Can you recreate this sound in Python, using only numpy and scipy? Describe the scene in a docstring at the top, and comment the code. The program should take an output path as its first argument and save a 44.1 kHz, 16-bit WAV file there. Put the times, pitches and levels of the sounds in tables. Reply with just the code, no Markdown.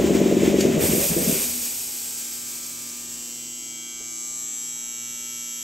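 """A belt-driven piston compressor thumps on its tank in a concrete workshop; each stroke rings tank and room.
A mains-driven magnet buzzes all along, tapping its box twice per mains cycle, over hum and room murmur.
The pressure switch snaps, the pump coasts to a halt and the unloader blows off with a fading hiss.
The buzz grows as the microphone moves in towards the switches, through standing waves that shift its colour."""
import sys
import numpy as np
from scipy.fft import rfft, irfft, next_fast_len
from scipy.io import wavfile
from scipy.ndimage import map_coordinates

SR = 44100
rng = np.random.default_rng(int(sys.argv[2]) if len(sys.argv) > 2 else 0)


def int16_out(signal):
    """Quantize to a 16-bit WAV file."""
    q = np.round(np.clip(np.atleast_2d(signal).T, -1, 1) * 32767)
    wavfile.write(sys.argv[1], SR, q.astype(np.int16))


N = 248264  # length in samples


def amp(db):
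    """Turn decibels into a plain factor."""
    return 10 ** (np.asarray(db) / 20)


def unit(x):
    """Scale a signal to rms 1."""
    return x / np.sqrt(np.mean(x ** 2) + 1e-20)


def bell(offset, width):
    """A smooth hump of height 1, down to 1/e at one width from its middle."""
    return np.exp(-(offset / width) ** 2)


def along(points, hz):
    """Read (pitch_hz, value) points at any frequency, on a log axis."""
    point_hz, values = np.transpose(points)
    return np.interp(np.log(hz + 1), np.log(point_hz + 1), values)


def curves(rows, t=None):
    """Read each column after the time at times t (every sample by default)."""
    times, *columns = np.transpose(rows)
    if t is None:
        t = np.arange(N) / SR
    return [np.interp(t, times, column) for column in columns]


def wobble(rate, count=N):
    """A smooth random curve with `rate` random points a second."""
    points = rng.standard_normal(int(N * rate / SR) + 4)
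    return map_coordinates(points, [np.arange(count) * rate / SR])


def filtered(x, response):
    """Shape x with a complex response given as a function of frequency."""
    size = next_fast_len(N + SR // 4)
    spectrum = rfft(x, size) * response(np.fft.rfftfreq(size, 1 / SR))
    return irfft(spectrum, size)[..., :N]


def causal(db):
    """A response with this colour in dB that rings only after the blow."""
    cepstrum = irfft(np.log(amp(db)))
    half = cepstrum[:len(cepstrum) // 2]
    return np.exp(rfft(2 * half, len(cepstrum)) - cepstrum[0])


def burst(s, rise, t60):
    """Envelope that climbs 20 dB per rise time up to time s, then falls 60 dB in t60 seconds."""
    t = np.arange(N) / SR - s
    return amp(np.where(t < 0, 20 * t / rise, -60 * t / t60))


# how wide the sound lies between left and right: pitch_hz, side_level_db (against the middle)
STEREO_WIDTH = [(60, -21), (180, -7.5), (400, -6), (1100, -3.5), (1800, -8), (2250, -37), (3200, -6),
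                (4300, -51), (6500, -73), (7700, -26), (8600, -55), (9600, -66)]


def rush(spectrum, lo_hz=1, hi_hz=SR):
    """Stereo noise of rms 1, with the given spectrum between two soft edges."""
    def response(hz):
        edges = np.sqrt((1 + (lo_hz / (hz + 1)) ** 20) * (1 + (hz / hi_hz) ** 20))
        mid_and_side = np.array([np.ones(len(hz)), amp(along(STEREO_WIDTH, hz))])
        return amp(along(spectrum, hz)) / edges * mid_and_side

    mid, side = filtered(rng.standard_normal((2, N)), response)
    return unit(np.array([mid + side, mid - side]))


TURN_S = .10895  # one crank turn under power
POWERED_RING_DB = -12.5  # free ringing left beside the throb

# strokes and knocks of one powered turn: share_of_turn, level_db, thump_hz, spread_cycles
POWERED_STROKES = [(-.004, -4.5, 345, .6), (.02, -17, 560, .9), (.155, -19.5, 375, 1.5),
                   (.245, -18, 240, .9), (0.41, -10.5, 330, .65), (.465, -15.5, 390, .9),
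                   (.585, -20, 385, 1.1), (.775, -12.5, 240, .8), (.885, -22, 570, 1.5)]

# strokes while the pump coasts and rocks to rest: start_s, level_db, thump_hz, spread_cycles
COASTING_STROKES = [(.654, -8.5, 368, 0.76), (.685, -20.5, 255, 1), (.7, -16.5, 250, .7),
                    (.747, -16, 233, .7), (.766, -13.5, 253, 0.83), (.779, -9.5, 340, 0.65),
                    (.84, -14.5, 322, .6), (.897, -14, 224, 0.78), (.916, -20, 230, .7),
                    (.936, -11, 358, 0.9), (.952, -15.5, 300, .5), (.982, -15, 330, 1),
                    (1.027, -25.5, 558, 6.2), (1.048, -28, 550, 4), (1.106, -22, 225, 0.89),
                    (1.118, -19, 195, 1.2), (1.168, -12.5, 355, .8), (1.174, -16.5, 398, 0.87),
                    (1.183, -25, 330, 1.4), (1.2, -24, 322, 1), (1.226, -22.5, 270, 1.5),
                    (1.263, -23, 410, 2.3), (1.28, -15.5, 220, 0.89), (1.298, -16.5, 240, 0.94),
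                    (1.326, -19.5, 260, .8), (1.351, -25.5, 385, 5), (1.4, -28.5, 253, 1)]


def strokes():
    """All strokes as (start_s, level_db, thump_hz, spread_cycles, ringing_db): equal turns, then coasting."""
    powered = []
    for turn in np.arange(-2, 6):
        for share, db, hz, cycles in POWERED_STROKES:
            powered.append(((turn + share) * TURN_S - .001, db, hz, cycles, POWERED_RING_DB))
    return powered + [(*row, 0) for row in COASTING_STROKES]


# ringing modes of the pump frame and tank: pitch_hz, relative_level_db, t60_s
TANK_MODES = [(54.7, -22, 0.3), (72.9, -14, 0.55), (153.5, -4.5, 0.46), (165, -11, 0.35),
              (180.4, -0.5, 0.44), (202.7, 0.5, 0.39), (239.6, -5.5, 0.89), (243, -5.5, 1.7),
              (279, -18, 0.048), (317, -19, 0.21), (350, -6, 0.19), (389.7, 3, 0.32), (403, -19, .2),
              (439, 1.5, 0.1), (472, 0.5, 0.2), (499, -9.5, 0.57), (548, -10, 0.4), (573, -8.5, 0.53),
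              (606, -8, 0.28), (622, -6.5, 0.32), (643, -10.5, 0.15)]

# colour of the room's answer: pitch_hz, relative_level_db (per Hz)
ROOM_COLOUR = [(30, -35), (70, -16), (125, -43), (170, -8), (400, 5.5), (620, -4.5), (800, -27),
               (1500, -27), (3000, -74)]

# loudness of the belt and valve noise: time_s, level_db
RUSTLE_LEVEL = [(0, -28.5), (.3, -27.5), (.58, -29.5), (.75, -28), (1, -28.5), (1.3, -32), (1.5, -41),
                (1.9, -58), (2.5, -80)]

# colour of the belt and valve noise: pitch_hz, relative_level_db (per Hz)
RUSTLE_COLOUR = [(30, -19), (70, 12), (125, 1), (180, 7), (300, 9), (670, 4), (850, -5.5), (1400, -10),
                 (2100, -3), (3300, -5.5), (4300, -12.5), (5500, -10), (7600, -5), (9200, -16.5),
                 (15500, -11.5)]


def pump(thump_s=0.0018, ring_db=0.0, room_db=-2.0, room_t60=0.36, valve_share=0.058):
    """Each stroke is a short air pulse that rings the tank and the room; valves and belt rustle along."""
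    t = np.arange(SR // 2) / SR - .01  # starts just before the blow
    after = np.maximum(t, 0)
    swell = 1 - np.exp(-after / 0.0014)

    ring = 0
    for hz, db, t60 in TANK_MODES:
        ring = ring + amp(db - 60 * after / t60) * np.sin(2 * np.pi * (hz * t + rng.random()))
    ring = ring * swell * np.minimum((t[-1] - t) / .1, 1)  # fades out over the last 0.1 s
    room = rush(ROOM_COLOUR)[:, :len(t)] * swell * amp(-60 * after / room_t60)

    # ring and room are sized against a plain pulse
    pulse = np.exp(-.5 * (t / thump_s) ** 2)
    ring_part = amp(ring_db) * ring / np.linalg.norm(ring)
    room_part = amp(room_db) * room / np.linalg.norm(room[0])
    tail = np.linalg.norm(pulse) / np.sqrt(2) * (ring_part + room_part)

    # one second of lead-in lets strokes from before the start ring on
    chug, valves = np.zeros((2, N + SR)), np.zeros(N + SR)
    for s, db, hz, cycles, ringing_db in strokes():
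        start = round((1 + s + t[0]) * SR)
        # at equal cycles, a lower pitch makes a longer thump
        thump = np.exp(-.5 * (hz * t / cycles) ** 2) * np.sin(2 * np.pi * hz * t)
        blow = thump + amp(ringing_db) * tail
        chug[:, start:start + len(t)] += amp(db + rng.normal(0, 0.32)) * blow
        valves[start:start + len(t)] += amp(db) * swell * amp(-60 * after / 1.1)

    rustle = amp(curves(RUSTLE_LEVEL)[0] + 1.5 * wobble(25.8)) * rush(RUSTLE_COLOUR)
    valve_swell = 1 - valve_share + valve_share * unit(valves[SR:]) / 2
    return chug[:, SR:] * amp([[1], [-1.1]]) + rustle * valve_swell


THROB_END_S, THROB_T60_S = 0.68, 0.9  # the drive is lost and the throb rings out
THROB_SWING_DB, THROB_SWELL = 5, .05  # swell with each stroke, and its half length as a share of a turn

# tank ringing locked to the crank: multiple_of_crank_rate, level_db (rms)
CRANK_HARMONICS = [(8, -50.5), (12, -47), (18, -43.5), (20, -33), (22, -32), (26, -26.5), (31, -32),
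                   (35, -46), (38, -31.5), (42, -28.5), (45, -33), (49, -45), (55, -43), (59, -42),
                   (61, -42), (62, -38.5), (65, -42), (67, -46), (69, -51), (74, -49), (76, -49),
                   (92, -56.5), (109, -51.5)]


def throb(spread=0.14, waver_db=1.0):
    """Under power the tank rings at multiples of the crank rate, swelling with each stroke."""
    t = np.arange(N) / SR
    fade = amp(-60 * np.maximum(t - THROB_END_S, 0) / THROB_T60_S)
    ease_in = np.minimum(t / .012, 1)

    turns = t / TURN_S
    push = 0
    for share, db, hz, cycles in POWERED_STROKES:
        push = push + amp(db / 2) * bell((turns - share + .5) % 1 - .5, THROB_SWELL)
    swell = unit(amp(THROB_SWING_DB * push / push.max()))

    t = t[fade > 1e-4]  # only while it can be heard
    tone = np.zeros((2, N))
    for multiple, db in CRANK_HARMONICS:
        left_right = spread * rng.normal() * np.array([[1], [-1]])
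        phase = 2 * np.pi * (multiple * t / TURN_S + rng.random()) + left_right
        tone[:, :len(t)] += amp(db + waver_db * wobble(5.5, count=len(t))) * np.sin(phase)
    return np.sqrt(2) * ease_in * fade * swell * tone * amp([[1], [-1.1]])


BUZZ_HZ = 120.02  # taps per second
TOP_HZ = 15750  # band limit of the whole sound
PATCH_M = 0.02683  # travel over which the reflections change
EVENNESS = .4  # how evenly loud the buzz's partials are, 0-1
ROUGH, ROUGH_SLOPE = .19, .9  # tap-to-tap difference at 7 kHz, and its growth with frequency
SMEAR_SHARE = 1  # farther away, reflections fill the gaps between taps

# colour of the magnet's box: pitch_hz, relative_level_db
BOX_COLOUR = [(100, -7), (480, -22), (600, -21), (1700, -18), (3000, -12), (4400, -17.5), (5200, -14.5),
              (5700, -3.5), (7000, -3.5), (7850, 7.5), (8100, -12.5), (9800, -14), (11500, -17),
              (13400, -18), (15000, -40)]

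# peaks and dips of the box: pitch_hz, half_width_hz, change_db
BOX_PEAKS = [(720, 50, 1), (1440, 40, -4), (2300, 37, 13.5), (2553, 67, -10.5), (3780, 220, 3.5),
             (4800, 60, 5.5), (5510, 110, 5), (6700, 160, 4.5), (9000, 124, -26), (11440, 97, 19)]

# microphone's way through the reflections: time_s, position_m
MICROPHONE_PATH = [(0, 0.067), (2, -0.02), (2.4, 0.054), (3, 0.086), (3.4, 0.19), (3.85, 0.19),
                   (4.35, 0.201), (4.75, 0.3), (5.63, 0.27)]

# closeness of the microphone to the magnet: time_s, closeness_db
MAGNET_CLOSENESS = [(0, -6), (2.1, -4), (2.8, -4.5), (3.35, -4), (3.62, -2), (3.95, -2), (4.18, 1),
                    (4.55, 0.2), (4.95, -0.2), (5.6, 1)]

# growl, rasp, ring and sizzle: lower_edge_hz, level_db (at 0 dB closeness), share_of_closeness
BUZZ_PARTS = [(400, -57.5, 0.16), (2580, -50.5, 0.37), (4980, -41, 1.15), (6900, -39, 1.15)]


def magnet(ring_db=15, echo_hz=2500, size=512):
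    """The armature taps twice per mains cycle and rings the box, heard through shifting reflections."""
    t = np.arange(int(N / SR * BUZZ_HZ) + 2) / BUZZ_HZ  # one row per tap
    place, = curves(MICROPHONE_PATH, t)
    close_db, = curves(MAGNET_CLOSENESS, t)
    hz = np.arange(size // 2 + 1) * BUZZ_HZ

    decay = amp(-(ring_db + SMEAR_SHARE * close_db[:, None]) * np.arange(size) / size)
    decay = decay / np.sqrt(np.mean(decay ** 2, axis=1, keepdims=True))

    # random reflections that blend from patch to patch along the path
    patches = bell(place[:, None] / PATCH_M - np.arange(-3, 16), .7)

    def shifting():
        return patches @ rng.standard_normal((2, patches.shape[1], size))

    # low partials ring on from tap to tap, high ones die in between
    lasting = echo_hz / (echo_hz + hz)
    taps = rfft(decay * shifting()) * (1 - lasting) + rfft(shifting()) * lasting
    taps = taps / (abs(taps) + 0.7 * abs(taps).mean()) ** EVENNESS

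    # no two taps are quite alike, least of all in the treble
    chatter = rfft(decay * rng.standard_normal((2, len(t), size)))
    roughness = ROUGH * np.minimum(hz / 7000, 1.3) ** ROUGH_SLOPE
    weak = ~np.isin(np.arange(len(hz)), list(STRONG_PARTIALS))  # the strong ones sound in whine()
    taps = weak * taps / taps.std() + roughness * chatter / chatter.std()

    colour_db = along(BOX_COLOUR, hz)
    for centre_hz, width_hz, db in BOX_PEAKS:
        colour_db = colour_db + db * bell(hz - centre_hz, width_hz)
    taps = taps * causal(colour_db)

    # each part of the buzz follows the closeness in its own measure
    upper_edges = [row[0] for row in BUZZ_PARTS[1:]] + [TOP_HZ]
    heard = 0
    for (lo, db, share), hi in zip(BUZZ_PARTS, upper_edges):
        band = taps * ((hz > lo) & (hz <= hi))
        gain = amp(db + share * close_db) / np.linalg.norm(band, axis=-1)
        heard = heard + band * gain[..., None]

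    # lay the taps end to end and read them at the sample rate
    cycles = irfft([heard[0], heard[1] * amp(along(STEREO_WIDTH, hz))])
    cycles = cycles.reshape(2, -1) * size / np.sqrt(2)
    position = np.arange(N) / SR * BUZZ_HZ * size
    mid, side = [map_coordinates(channel, [position]) for channel in cycles]
    return np.array([mid + side, mid - side])


SCUFF_S, SCUFF_LENGTH_S, SCUFF_DB = 4.8, 0.1, -61  # middle, half length and level of a soft scuff
FLOOR_WAVER_DB = .8  # slow random waver of the murmur

# mains hum, and an idling motor that beats against it: pitch_hz, level_db (rms, before closeness)
HUM_TONES = [(60, -71), (116.9, -71.5), (120, -66.5), (240, -54), (360, -64)]

# a faint sinking tone: time_s, pitch_hz, level_db (rms)
SINKING_TONE = [(1.9, 341, -74), (2.6, 334, -62), (3.3, 331, -60.5), (3.8, 330, -56), (4.12, 328.3, -55),
                (4.35, 325, -60.5), (4.8, 326.4, -70), (5.6, 319, -76)]

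# soft bumps: peak_s, pitch_hz, level_db, rise_s, t60_s
SOFT_BUMPS = [(4.01, 430, -43, .012, .065), (4.25, 520, -57, .004, .03), (4.313, 320, -45.5, .005, .05),
              (4.94, 430, -56, .008, .05)]

# tones that come and go: peak_s, half_length_s, pitch_hz, level_db (rms)
PASSING_TONES = [(1.4, 0.29, 251, -48), (1.2, 0.33, 297, -55), (1.9, 0.94, 422, -64), (2.9, 1, 282, -61.5),
                 (2.95, 0.56, 166, -64), (2.5, 0.81, 568, -66), (3.3, 0.17, 499, -64),
                 (3.8, 0.44, 520, -70)]

# colour of the scuff: pitch_hz, relative_level_db (per Hz)
SCUFF_COLOUR = [(200, -12), (380, -3), (520, -9), (700, -3), (880, 2), (1100, -15), (3000, -45)]

# loudness of the workshop's murmur: time_s, level_db
MURMUR_LEVEL = [(0, -30.5), (1.6, -51), (2.1, -57), (3.9, -59.5), (4.5, -57.5), (5.63, -59.5)]

# colour of the murmur: pitch_hz, relative_level_db (per Hz)
MURMUR_COLOUR = [(20, -60), (60, 0), (115, -5), (170, -3), (300, 4), (520, -5), (900, -12.5), (1500, -25),
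                 (4000, -29), (15000, -46)]


def workshop():
    """Sines make the hum and faint tones; shaped noise makes the scuff, the murmur and part of each bump."""
    t = np.arange(N) / SR

    # the hum swells as the microphone passes the motor: time_s, change_db
    closeness = amp(curves([(2.1, 0.5), (3.05, 4.5), (4.1, 0), (5.6, 1)])[0])
    hum = 0
    for hz, db in HUM_TONES:
        hum = hum + amp(db + 0.59 * wobble(2.18)) * np.sin(2 * np.pi * (hz * t + rng.random()))
    hum = closeness * hum

    drone_hz, drone_db = curves(SINKING_TONE)
    drone = amp(drone_db + 1.2 * wobble(6.6)) * np.sin(2 * np.pi * np.cumsum(drone_hz) / SR)

    bumps = 0
    for s, hz, db, rise, t60 in SOFT_BUMPS:
        noise = rush([(hz / 2, -4), (hz, 0), (hz * 2, -10), (hz * 4, -36)])
        body = np.sin(2 * np.pi * hz * (t - s)) + .7 * noise
        bumps = bumps + amp(db) * burst(s, rise, t60) * body

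    tones = 0
    for s, length, hz, db in PASSING_TONES:
        wave = np.sin(2 * np.pi * hz * t + .5 * wobble(4.04))
        tones = tones + amp(db) * bell(t - s, length) * wave

    scuff = amp(SCUFF_DB) * bell(t - SCUFF_S, SCUFF_LENGTH_S) * rush(SCUFF_COLOUR)
    murmur = amp(curves(MURMUR_LEVEL)[0] + FLOOR_WAVER_DB * wobble(5.19)) * rush(MURMUR_COLOUR)
    return np.sqrt(2) * (hum + drone + tones) + bumps + scuff + murmur


# ringing of the switch lever: pitch_hz, level_db, t60_s
LEVER_RINGS = [(4540, -22.5, 0.044), (6840, -24.5, .06)]


def switch():
    """The pressure switch snaps over: its lever rings and a little air spits out."""
    # pitch_hz, relative_level_db (per Hz)
    colour = [(500, -25), (2000, 2.0), (3500, 2), (4600, -1.0), (7000, 6.5), (9000, -2.5), (15000, -3.0)]
    trip_s = .608
    t = np.arange(N) / SR
    snap = amp(-27) * burst(trip_s, rise=.003, t60=0.03)
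    spit = amp(-26.5) * burst(trip_s, rise=0.062, t60=0.34)
    ring = 0
    for hz, db, t60 in LEVER_RINGS:
        ring = ring + amp(db) * burst(trip_s, rise=.001, t60=t60) * np.sin(2 * np.pi * hz * t)
    return rush(colour) * (snap + spit) + ring


OPEN_S, OPEN_RISE_S = 0.7835, 0.043  # the unloader valve opens
EMPTY_S, EMPTY_DB_PER_S = 3.3, 11  # the line runs empty and the jet dies faster by this much
LEAK_DB = -55  # faint hiss that stays

# colour of the air jet: pitch_hz, relative_level_db (per Hz)
JET_COLOUR = [(500, -13), (1400, -11.5), (2000, -9.5), (2400, -0.5), (2800, -4), (3900, -4), (5500, -4),
              (8500, 1.5), (10000, -7), (12000, -2.5), (14000, -4.5), (15600, -2.5)]

# body, hiss and sizzle: lower_edge_hz, upper_edge_hz, opening_level_db, fall_db_per_s, share_of_surge
JET_PARTS = [(20, 4020, -40.5, 5.5, 1.85), (4460, 8340, -29.5, 4.5, 0.82), (9040, 17100, -23, 7.5, 0.81)]

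# air pushed through the valve by the coasting pump: peak_s, half_length_s, boost_db (before share_of_surge)
AIR_SURGES = [(0.865, 0.021, 2.5), (1.04, 0.058, 4.2), (1.37, 0.13, 5), (1.67, 0.12, 1.8)]


def unloader():
    """Trapped air escapes; the jet fades as its pressure falls and surges with the pump's last turns."""
    t = np.arange(N) / SR
    valve = np.clip((t - OPEN_S) / OPEN_RISE_S, 0, 1)
    surge_db = sum(db * bell(t - s, length) for s, length, db in AIR_SURGES)
    empty_db = EMPTY_DB_PER_S * np.maximum(t - EMPTY_S, 0)
    flutter_db = 0.58 * wobble(30.08)
    jet = 0
    for lo, hi, db, fall, share in JET_PARTS:
        level_db = db - fall * (t - OPEN_S) + share * surge_db
        jet = jet + amp(level_db) * rush(JET_COLOUR, lo, hi)
    leak = amp(LEAK_DB) * rush(JET_COLOUR, hi_hz=7640)
    return valve * (amp(flutter_db - empty_db) * jet + leak)


TAP_DELAY_S, TAP_SCATTER = .0007, .85  # lag of the taps behind the mains; scatter of partials (radians)

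# loud spots (antinodes) the microphone passes, listed for each multiple of the buzz rate:
# peak_s, half_length_s, level_db (rms)
STRONG_PARTIALS = {4: [(2.1, 0.43, -64.5), (3.2, 0.57, -66)], 5: [(3, 0.96, -69.5), (4.25, 0.36, -72.5),
                   (5.3, 0.61, -67)], 7: [(1.9, 0.82, -62), (3.15, 0.3, -70), (4.45, 0.78, -67),
                   (5.4, 0.5, -76)], 9: [(3, 0.61, -66.5), (4.3, .4, -71), (5.3, 0.52, -71)],
                   10: [(1.9, 0.43, -70), (2.78, 0.55, -59.5), (4.25, 0.4, -60), (5.2, 1, -69)],
                   11: [(2.5, 0.74, -62), (3.9, 0.48, -62.5), (5.3, 0.73, -58.5)], 13: [(2.2, 0.39, -61),
                   (3, 0.52, -65), (3.95, 0.26, -64), (5, 0.77, -64)], 19: [(1.8, 0.94, -67),
                   (2.75, 0.33, -56.5), (3.9, 0.37, -52), (5.2, 1, -52)], 23: [(3.36, 0.48, -55),
                   (3.98, 0.18, -64), (5.2, 0.58, -53.5)], 24: [(1.8, 0.55, -58), (3.7, 0.66, -56),
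                   (5.5, 1, -53)], 25: [(1.9, 0.91, -59.5), (3.45, 0.53, -57.5), (5.2, .85, -62)],
                   26: [(2.14, 1, -61.5), (3.55, 0.5, -55), (4.73, 0.99, -59)], 27: [(2.3, 1, -59),
                   (3.82, 0.18, -47.5), (4.7, 0.23, -54), (5.65, 0.63, -49)], 47: [(2.25, 0.9, -64),
                   (3.41, 0.41, -51), (4.68, 0.76, -52.0)], 50: [(2.95, 1, -51.5), (5.0, 0.65, -51)],
                   51: [(2.75, 1, -54.5), (4.18, 0.74, -45.5), (5.33, 0.81, -42)], 52: [(4.06, .36, -45.5),
                   (5.13, .9, -47)], 58: [(3.22, 0.9, -48.5), (4.49, 0.39, -56), (5.25, 0.9, -70)],
                   61: [(3.01, 1, -49), (4.42, 0.49, -44.5), (5.51, 0.18, -41.5)], 62: [(2.65, .9, -53),
                   (3.6, .28, -44.5), (4.38, .28, -42), (5.56, .9, -44)], 63: [(2.24, .46, -43),
                   (3.18, 0.18, -43), (4.55, 0.11, -44), (4.6, 1, -40)], 64: [(2.25, 0.9, -55),
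                   (3.41, 0.57, -47.0), (4.34, 0.26, -43), (4.82, 0.62, -40)], 65: [(2.79, 0.94, -46),
                   (3.54, 0.35, -45), (4.75, 0.48, -44.5), (5.5, 0.31, -39.5)]}


def whine(waver_db=.5, wander=.15):
    """The taps' strong partials stand in the room; each swells as the microphone passes an antinode."""
    t = np.arange(N) / SR
    coarse = t[::256]  # slow changes need few points

    def slow(rate):
        count = int(t[-1] * rate) + 2
        return np.interp(coarse * rate, np.arange(count), rng.standard_normal(count))

    mid, side = np.zeros((2, N))
    for multiple, passes in STRONG_PARTIALS.items():
        hz = multiple * BUZZ_HZ
        swell = sum(amp(db) * bell(coarse - s, length) for s, length, db in passes)
        level = np.interp(t, coarse, amp(waver_db * slow(7.7)) * swell)
        drift = np.interp(t, coarse, TAP_SCATTER * rng.normal() + wander * slow(3.04))
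        phase = 2 * np.pi * hz * (t - TAP_DELAY_S) + drift
        mid += level * np.cos(phase)
        side += level * amp(along(STEREO_WIDTH, hz)) * np.sin(phase)
    return np.sqrt(2) * np.array([mid + side, mid - side])


def scene():
    """The compressor in its workshop: all sources added together."""
    return pump() + throb() + magnet() + workshop() + switch() + unloader() + whine()


# lag of the left microphone port behind the right: pitch_hz, lag_cycles
PORT_LAG = [(8800, 0.00065), (10100, 0.55), (12100, 0.97), (13850, 1.66), (15600, 1.66)]


def record(dry):
    """The two microphone ports drift out of phase in the top treble; nothing passes the band limit."""
    def response(hz):
        left_and_right = np.array([[-1j], [0]])
        lag = np.exp(left_and_right * 2 * np.pi * along(PORT_LAG, hz))
        return lag * (hz < TOP_HZ)

    return filtered(dry, response)


dry = scene()
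out = record(dry)
int16_out(out)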